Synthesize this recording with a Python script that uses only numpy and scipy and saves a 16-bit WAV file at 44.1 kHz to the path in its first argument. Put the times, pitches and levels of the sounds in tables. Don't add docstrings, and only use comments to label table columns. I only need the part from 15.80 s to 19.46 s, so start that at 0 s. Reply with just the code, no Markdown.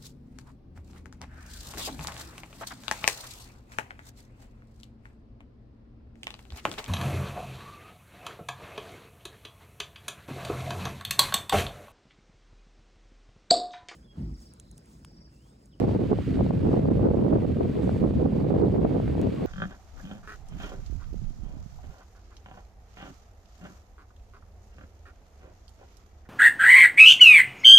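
import sys
import numpy as np
from scipy import signal
from scipy.fft import rfft, irfft, next_fast_len
from scipy.io import wavfile
from scipy.ndimage import uniform_filter1d, minimum_filter1d, map_coordinates

SR = 44100
rng = np.random.default_rng(int(sys.argv[2]) if len(sys.argv) > 2 else 0)


def nominal_scale(level):
    x = np.asarray(level, float) / 20
    return 10 ** x


def transcribe(signal):
    frames = np.atleast_2d(signal).T
    limited = np.clip(frames, -1, 1)
    pcm = np.round(limited * 32767).astype(np.int16)
    wavfile.write(sys.argv[1], SR, pcm)


N = 161406

# time in seconds, level in dB.
JET_STRENGTH = [(0, -55.5), (.25, -59), (.55, -56.5), (.8, -59.5), (.92, -56.5), (1.05, -59.5), (1.4, -61),
                (1.6, -60), (1.85, -60), (2.1, -57.5), (2.35, -59.5), (2.62, -59.5), (2.8, -60.5),
                (3.15, -59.5), (3.35, -58), (3.52, -58), (3.66, -58.5)]
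# frequency in Hz, density in dB per Hz.
HISS_SPECTRUM = [(500, -3.5), (1200, 2), (2300, 0.5), (4600, -9), (5600, -16), (8200, -18.5), (9800, -27),
                 (16000, -42)]
# frequency in Hz, left-right correlation.
JET_ALIKE = [(1200, 0.87), (3100, 0.66), (6800, 0.69), (15000, .4)]
# frequency in Hz, left-right difference in dB.
JET_SIDE = [(1200, -2), (3000, -4.5), (4800, -7), (6000, 4), (9000, 1), (14000, -17.5)]
# time in seconds, level in dB, length in seconds.
SPLASHES = [
    (2.042, -70.5, 0.014),
    (2.135, -72, 0.12),
]
# frequency in Hz, density in dB per Hz.
SPLASH_SPECTRUM = [(800, -120), (3000, -36.0), (7000, 10.5), (11000, 1.5), (16000, -17.5)]

# time in seconds, level in dB.
WIND_STRENGTH = [(0, -34.5), (.3, -32.5), (.45, -43), (.6, -39.5), (.8, -32.5), (1, -36.5), (1.3, -33),
                 (1.55, -29.5), (1.7, -38.5), (2, -38.5), (2.3, -37), (2.55, -35.5), (2.8, -33.5),
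                 (3.05, -34), (3.3, -39), (3.5, -39.5), (3.58, -43.5), (3.66, -32)]
# time in seconds, change in dB, half length in seconds.
GUSTS = [(0.047, 9.5, 0.031), (0.161, 7.5, 0.0089), (0.285, -11.5, 0.017), (0.324, 7.5, 0.022),
         (0.442, -21, 0.035), (0.498, 3, 0.029), (0.61, 8.5, 0.034), (0.695, -3, 0.0054),
         (0.724, -8.5, 0.0073), (0.356, -5, 0.011), (0.104, 4, 0.0072), (1.328, -7.5, 0.0088),
         (0.776, -11, 0.038), (0.882, 1, 0.016), (0.969, 6, 0.061), (1.089, 10, 0.023), (1.255, 8.5, 0.053),
         (1.301, -4, 0.007), (1.14, -7.5, 0.02), (1.527, 3.5, 0.05), (1.748, -16.5, 0.0082),
         (1.81, 11, 0.0068), (1.924, -7.5, 0.019), (2.002, 4.5, 0.012), (2.179, -14, 0.0064),
         (2.255, 7.5, 0.03), (2.45, 9, 0.022), (2.645, 6.5, 0.024), (2.749, 6, 0.037), (2.837, 9, 0.02),
         (2.988, 6.5, 0.025), (3.176, 5.5, 0.027), (3.251, -5.5, 0.029), (3.413, 5, 0.07)]
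# time in seconds, level in dB.
RUMBLE_DEPTH = [(0.0, -29.5), (0.07, -26.5), (0.46, -29.5), (0.47, -26.5), (1.7, -26), (1.8, -31.5),
                (1.84, -29.5), (2.01, -32), (2.06, -27.5), (3.09, -27), (3.11, -29), (3.49, -25),
                (3.51, -34), (3.66, -34)]
# time in seconds, change in dB, half length in seconds.
HEAVES = [(0.543, -4.5, 0.024), (0.707, -3.5, 0.028), (0.793, 4, 0.041), (0.987, -5.5, 0.033),
          (1.496, -4.5, .06), (1.644, -8, 0.031), (2.368, 5.5, 0.022), (2.748, -1.5, .03),
          (2.935, 1, 0.023), (3.16, -2.5, .03), (3.254, 4.5, 0.018), (3.432, -3.5, 0.017)]
# frequency in Hz, density in dB per Hz.
RUMBLE_SPECTRUM = [(20, -21), (35, -14.5), (60, -3.5), (100, -1.5), (170, -1), (260, -6), (450, -21.5),
                   (3000, -120)]
# frequency in Hz, density in dB per Hz.
FLAP_SPECTRUM = [(80, -23.5), (200, -1.5), (320, -0.5), (500, -5), (750, -18.5), (1100, -28), (1700, -46),
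                 (6000, -120)]
# frequency in Hz, left-right correlation.
PORTS_ALIKE = [(30, 1), (70, 0.86), (130, 0.85), (290, 0.29), (640, -0.22), (1200, -0.22)]
# time in seconds, peak in dB, left-right difference in dB.
EDDIES = [(0.016, -24, 2), (0.043, -27.5, 5), (0.09, -27, 5.5), (0.148, -27.5, 4.5), (0.217, -34, -4),
          (0.301, -33.5, 3), (0.32, -31.5, -2.5), (0.386, -27, 4), (0.59, -32.5, -10.5), (0.607, -21.5, -3),
          (0.663, -26.5, -3), (0.706, -23, 3.5), (0.817, -41, -3.5), (0.85, -28, -4.5), (0.913, -34.5, -4),
          (0.94, -20.5, -1), (0.972, -24, 2), (1.054, -26, 1.5), (1.173, -32, 0.5), (1.193, -31.5, -8),
          (1.231, -26, -1.5), (1.248, -30, -5.5), (1.302, -28.5, 0), (1.344, -30, -3.5), (1.388, -29, -3.5),
          (1.463, -28, 1.0), (1.53, -26.5, 5), (1.583, -30, -0.5), (1.63, -42, -6), (1.769, -40, -8.5),
          (1.809, -30, -1.5), (1.978, -42.5, -1.5), (2.046, -36, -5.5), (2.092, -22, -1), (2.159, -35, -5),
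          (2.248, -33, 0.5), (2.337, -32, -4), (2.397, -35.5, 4), (2.43, -29, 2.5), (2.564, -36.5, -3),
          (2.613, -34, 0), (2.648, -30.5, -5.5), (2.685, -34.5, 6), (2.703, -27, -4), (2.754, -31, 2),
          (2.779, -37, -6.5), (2.824, -33, -0.5), (2.865, -36, -2.5), (2.941, -31, -3), (2.96, -29, 4.5),
          (3.092, -34.5, -3), (3.148, -35.5, 1), (3.166, -30, -9), (3.199, -24.5, 2.5),
          (3.277, -34.5, -8.5), (3.302, -36, 2), (3.351, -32, -8), (3.378, -30.5, 4), (3.469, -31, -5),
          (3.637, -38, 4)]

# time in seconds, peak in dB, frequency in Hz, left-right difference in dB.
DROPS = [(.196, -50, 6000, 4), (.259, -48, 6000, 0), (2.051, -47, 11500, -3), (3.4155, -31, 7500, 0),
         (3.5478, -43, 7000, -2), (2.17, -50, 8000, 0), (3.4155, -42, 4800, 0), (3.4155, -38, 12500, 0),
         (2.043, -50, 9500, 0), (2.068, -51, 6500, 0)]
# time in seconds, peak in dB, frequency
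# in Hz, left-right difference in dB.
KNOCKS = [(.215, -7, 300, 0), (.476, -11, 300, 0), (2.0925, -20, 1150, -3), (2.462, -19, 900, 0),
          (.706, -22, 1000, 3), (1.085, -24, 1100, 0), (3.2785, -29, 1600, -12), (3.2785, -38, 3200, -6)]
# time in seconds, level in dB, frequency in Hz, 60 dB decay in seconds.
PLOP = (3.572, -42, 1100, .2)
# frequency in Hz, density in dB per Hz.
FLOOR_SPECTRUM = [(2000, -8.5), (8000, -2.5), (16000, -4.5)]
# time in seconds, change in dB, length in seconds.
FLINCHES = [(0.066, -5.5, 0.021), (0.161, -2.7, 0.012), (0.189, -6, 0.017), (0.248, -1, 0.012),
            (0.417, 0, 0.041), (0.547, -0.2, 0.044), (0.722, -6, 0.014), (0.809, 0.5, 0.0077),
            (0.825, -4, 0.013), (1.017, -2, 0.089), (1.075, 2.3, 0.0049), (1.097, -6.5, 0.02),
            (1.184, -0.8, 0.013), (1.202, -1.5, 0.012), (1.29, -2.5, 0.023), (1.434, -1, 0.005),
            (1.472, -1.5, 0.011), (1.532, 1.5, 0.053), (1.617, 0.5, 0.03), (1.737, -2, 0.018),
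            (1.788, -2, 0.02), (1.898, 2, 0.017), (2.006, -2.0, 0.024), (2.195, -1.5, 0.032),
            (2.329, -3.5, 0.029), (2.429, -2.5, 0.01), (2.462, -2, 0.0024), (2.492, -2.5, 0.078),
            (2.561, 1.5, 0.012), (2.653, -3, 0.048), (2.736, -5.5, 0.012), (2.845, -0.5, 0.029),
            (2.94, -0.5, 0.0092), (2.99, -4, 0.036), (3.207, 0, 0.0154), (3.352, -1.5, 0.077),
            (3.524, -0.5, 0.032)]

FIZZ_FOLLOWS = 0.6
RUMBLE_DB, RUMBLE_FOLLOWS = 1.5, 0.36
FLAP_DB, FLAP_SIDE_DB = 6.5, -2
CREST_DB, CREST_DB_PER_DB, CREST_FROM_DB, CREST_SHIFT_RATIO = -12.5, 1.81, -30.5, 1.395
EDDY_S, EDDY_DB, EDDY_HZ, EDDY_LAG_CYCLES = 0.00038, 5, 650, 0.13
TICK_CYCLES, TICK_RISE_CYCLES = 5, 0.1
KNOCK_CYCLES, KNOCK_RISE_CYCLES = 7, 0.8
SELF_NOISE_DB = -74.5
DUCK_DB_PER_DB, DUCK_FROM_DB, RELEASE_S = 0.27, -18.5, 0.019
FLINCH_DEPTH, FLINCH_WIDTH = 0.9, 0.44
CEILING_DB, HOLD_S = -9.5, 0.006


def unit(x):
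    return x / np.sqrt(np.mean(x ** 2) + 1e-20)


def noise_pair():
    return rng.standard_normal((2, N))


def along(points, hz):
    f, v = np.transpose(points)
    return np.interp(np.log(hz + 1), np.log(f + 1), v)


def curve(rows):
    s, v = np.transpose(rows)
    return np.interp(np.arange(N) / SR, s, v)


def bumps(rows, width=1):
    t = np.arange(N) / SR
    return sum(db * np.exp(-((t - s) / (width * half_s)) ** 2) for s, db, half_s in rows)


def wobble(rate_hz):
    return map_coordinates(rng.standard_normal(2000), [np.arange(N) * rate_hz / SR])


def filtered(x, response):
    m = next_fast_len(N + 8192)
    return irfft(rfft(x, m) * response(np.fft.rfftfreq(m, 1 / SR)), m)[..., :N]


def paired(pair, spectrum, alike):
    def mid_side_gains(hz):
        turn = np.arccos(np.clip(along(alike, hz), -1, 1)) / 2
        return nominal_scale(along(spectrum, hz)) * [np.cos(turn), np.sin(turn)]

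    mid, side = filtered(pair, mid_side_gains)
    return np.array([mid + side, mid - side])


def sides(db):
    return nominal_scale(np.array([db / 2, -db / 2]))


def splashes():
    t = np.arange(N) / SR
    swell = sum(nominal_scale(db - 6.0 * ((t - s) / length_s) ** 2) for s, db, length_s in SPLASHES)
    return swell * unit(paired(noise_pair(), SPLASH_SPECTRUM, JET_ALIKE))


def jet():
    z = signal.stft(noise_pair(), nperseg=512)[2]
    patches = rng.standard_normal(z.shape[1:])
    patches = uniform_filter1d(uniform_filter1d(patches, 12, 0), 8, 1)
    noise = signal.istft(z * nominal_scale(0.65 * unit(patches)), nperseg=512)[1][:, :N]
    spatter = nominal_scale(1.1 * wobble(300) + 0.37 * wobble(30.14) + 0.36 * wobble(6.72))
    hiss = paired(noise * spatter, HISS_SPECTRUM, JET_ALIKE)
    hiss = unit(filtered(hiss, lambda hz: sides(along(JET_SIDE, hz))))
    strength_db = curve(JET_STRENGTH)
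    fizz = filtered(hiss, lambda hz: 1 / (1 + (6000 / (hz + 1)) ** 4))
    fizz_gain = nominal_scale(FIZZ_FOLLOWS * (strength_db - strength_db.mean())) - 1
    return nominal_scale(strength_db + 4.5) * (hiss + fizz_gain * fizz) + splashes()


def rumble(gust_db, lumps_db):
    follow_db = RUMBLE_FOLLOWS * (gust_db + lumps_db)
    swell_db = curve(RUMBLE_DEPTH) + bumps(HEAVES) + RUMBLE_DB + follow_db + 0.91 * wobble(6.68)
    return nominal_scale(swell_db) * unit(paired(noise_pair(), RUMBLE_SPECTRUM, PORTS_ALIKE))


def flapping(gust_db, lumps_db):
    strength_db = curve(WIND_STRENGTH) + gust_db
    drive = noise_pair()
    lumpy = unit(nominal_scale(lumps_db)) * drive
    scale = 1 / np.std(paired(lumpy, FLAP_SPECTRUM, PORTS_ALIKE))
    body = paired(nominal_scale(strength_db + FLAP_DB) * lumpy, FLAP_SPECTRUM, PORTS_ALIKE)
    crest_db = CREST_FROM_DB + CREST_DB + FLAP_DB + CREST_DB_PER_DB * (strength_db - CREST_FROM_DB)
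    crest_spectrum = [(hz * CREST_SHIFT_RATIO, db) for hz, db in FLAP_SPECTRUM]
    crest_drive = unit(nominal_scale(1.44 * lumps_db)) * drive[:, ::-1]
    crest = paired(nominal_scale(crest_db) * crest_drive, crest_spectrum, PORTS_ALIKE)
    own_db = 1.42 * np.array([wobble(5.92) + wobble(37), wobble(6.245) + wobble(40)])
    return scale * (body + crest) * nominal_scale(own_db) * sides(FLAP_SIDE_DB)[:, None]


def eddy_pops():
    pops, t = np.zeros((2, N + 800)), np.arange(-400, 400) / SR
    for s, db, pan_db in EDDIES:
        lag_cycles = EDDY_LAG_CYCLES * np.sign(rng.standard_normal()) * np.array([[1], [-1]])
        phase_cycles = EDDY_HZ * t + rng.random() + lag_cycles
        puff = np.cos(2 * np.pi * phase_cycles) * np.exp(-(t / EDDY_S) ** 2)
        puff = puff / np.linalg.norm(puff, axis=1)[:, None]
        start = round(s * SR)
        pops[:, start:start + len(t)] += nominal_scale(db + EDDY_DB) * sides(1.6 * pan_db)[:, None] * puff
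    return filtered(pops[:, 300:N + 300], lambda hz: 14 * nominal_scale(along(FLAP_SPECTRUM, hz / 1.46)))


def wind():
    gust_db = bumps(GUSTS)
    lumps_db = 0.9 * wobble(20) + 1.7 * wobble(60) + 3.6 * wobble(220)
    return rumble(gust_db, lumps_db) + flapping(gust_db, lumps_db) + eddy_pops()


def short_hits(rows, cycles, rise_cycles):
    out, t = np.zeros((2, N + 600)), np.arange(600) / SR
    for s, db, hz, pan_db in rows:
        rise = 1 - np.exp(-(t * hz / rise_cycles) ** 2)
        tick = nominal_scale(db - 60 * t * hz / cycles) * np.sin(2 * np.pi * hz * t) * rise
        start = round(s * SR)
        out[:, start:start + len(t)] += sides(pan_db)[:, None] * tick
    return out[:, :N]


def plop():
    s, db, hz, t60_s = PLOP
    t = (np.arange(N) / SR - s).clip(0)
    ring = nominal_scale(db - 60 * t / t60_s) * (1 - np.exp(-t / 0.006)) * np.sin(2 * np.pi * hz * t)
    return np.array([ring, np.zeros(N)])


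def spray():
    ticks = short_hits(DROPS, TICK_CYCLES, TICK_RISE_CYCLES)
    return ticks + short_hits(KNOCKS, KNOCK_CYCLES, KNOCK_RISE_CYCLES) + plop()


def self_noise():
    return nominal_scale(SELF_NOISE_DB) * unit(paired(noise_pair(), FLOOR_SPECTRUM, [(8000, 0.75)]))


def scene():
    return jet() + wind() + spray() + self_noise()


def duck(dry):
    keep = np.exp(-4 / (RELEASE_S * SR))
    power4 = signal.lfilter([1 - keep], [1, -keep], np.max(dry ** 4, axis=0))
    peak = np.abs(power4) ** 0.25
    over_db = 20 * np.log10(peak + 1e-6) - DUCK_FROM_DB
    gain = nominal_scale(-DUCK_DB_PER_DB * over_db.clip(-6, None))
    gain = filtered(gain - 1, lambda hz: np.exp(-(hz / 300) ** 2)) + 1
    return dry * gain * nominal_scale(FLINCH_DEPTH * bumps(FLINCHES, FLINCH_WIDTH))


def limit(x):
    hold = round(HOLD_S * SR)
    need = np.minimum(1, nominal_scale(CEILING_DB) / (np.abs(x).max(axis=0) + 1e-9))
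    need = minimum_filter1d(need, size=hold)
    return x * uniform_filter1d(uniform_filter1d(need, size=hold // 2), size=hold // 2)


def top_cut(x):
    return signal.sosfilt(signal.butter(12, 15710, fs=SR, output="sos"), x)


def record(dry):
    return top_cut(limit(duck(dry)))


dry = scene()
out = record(dry)
transcribe(out)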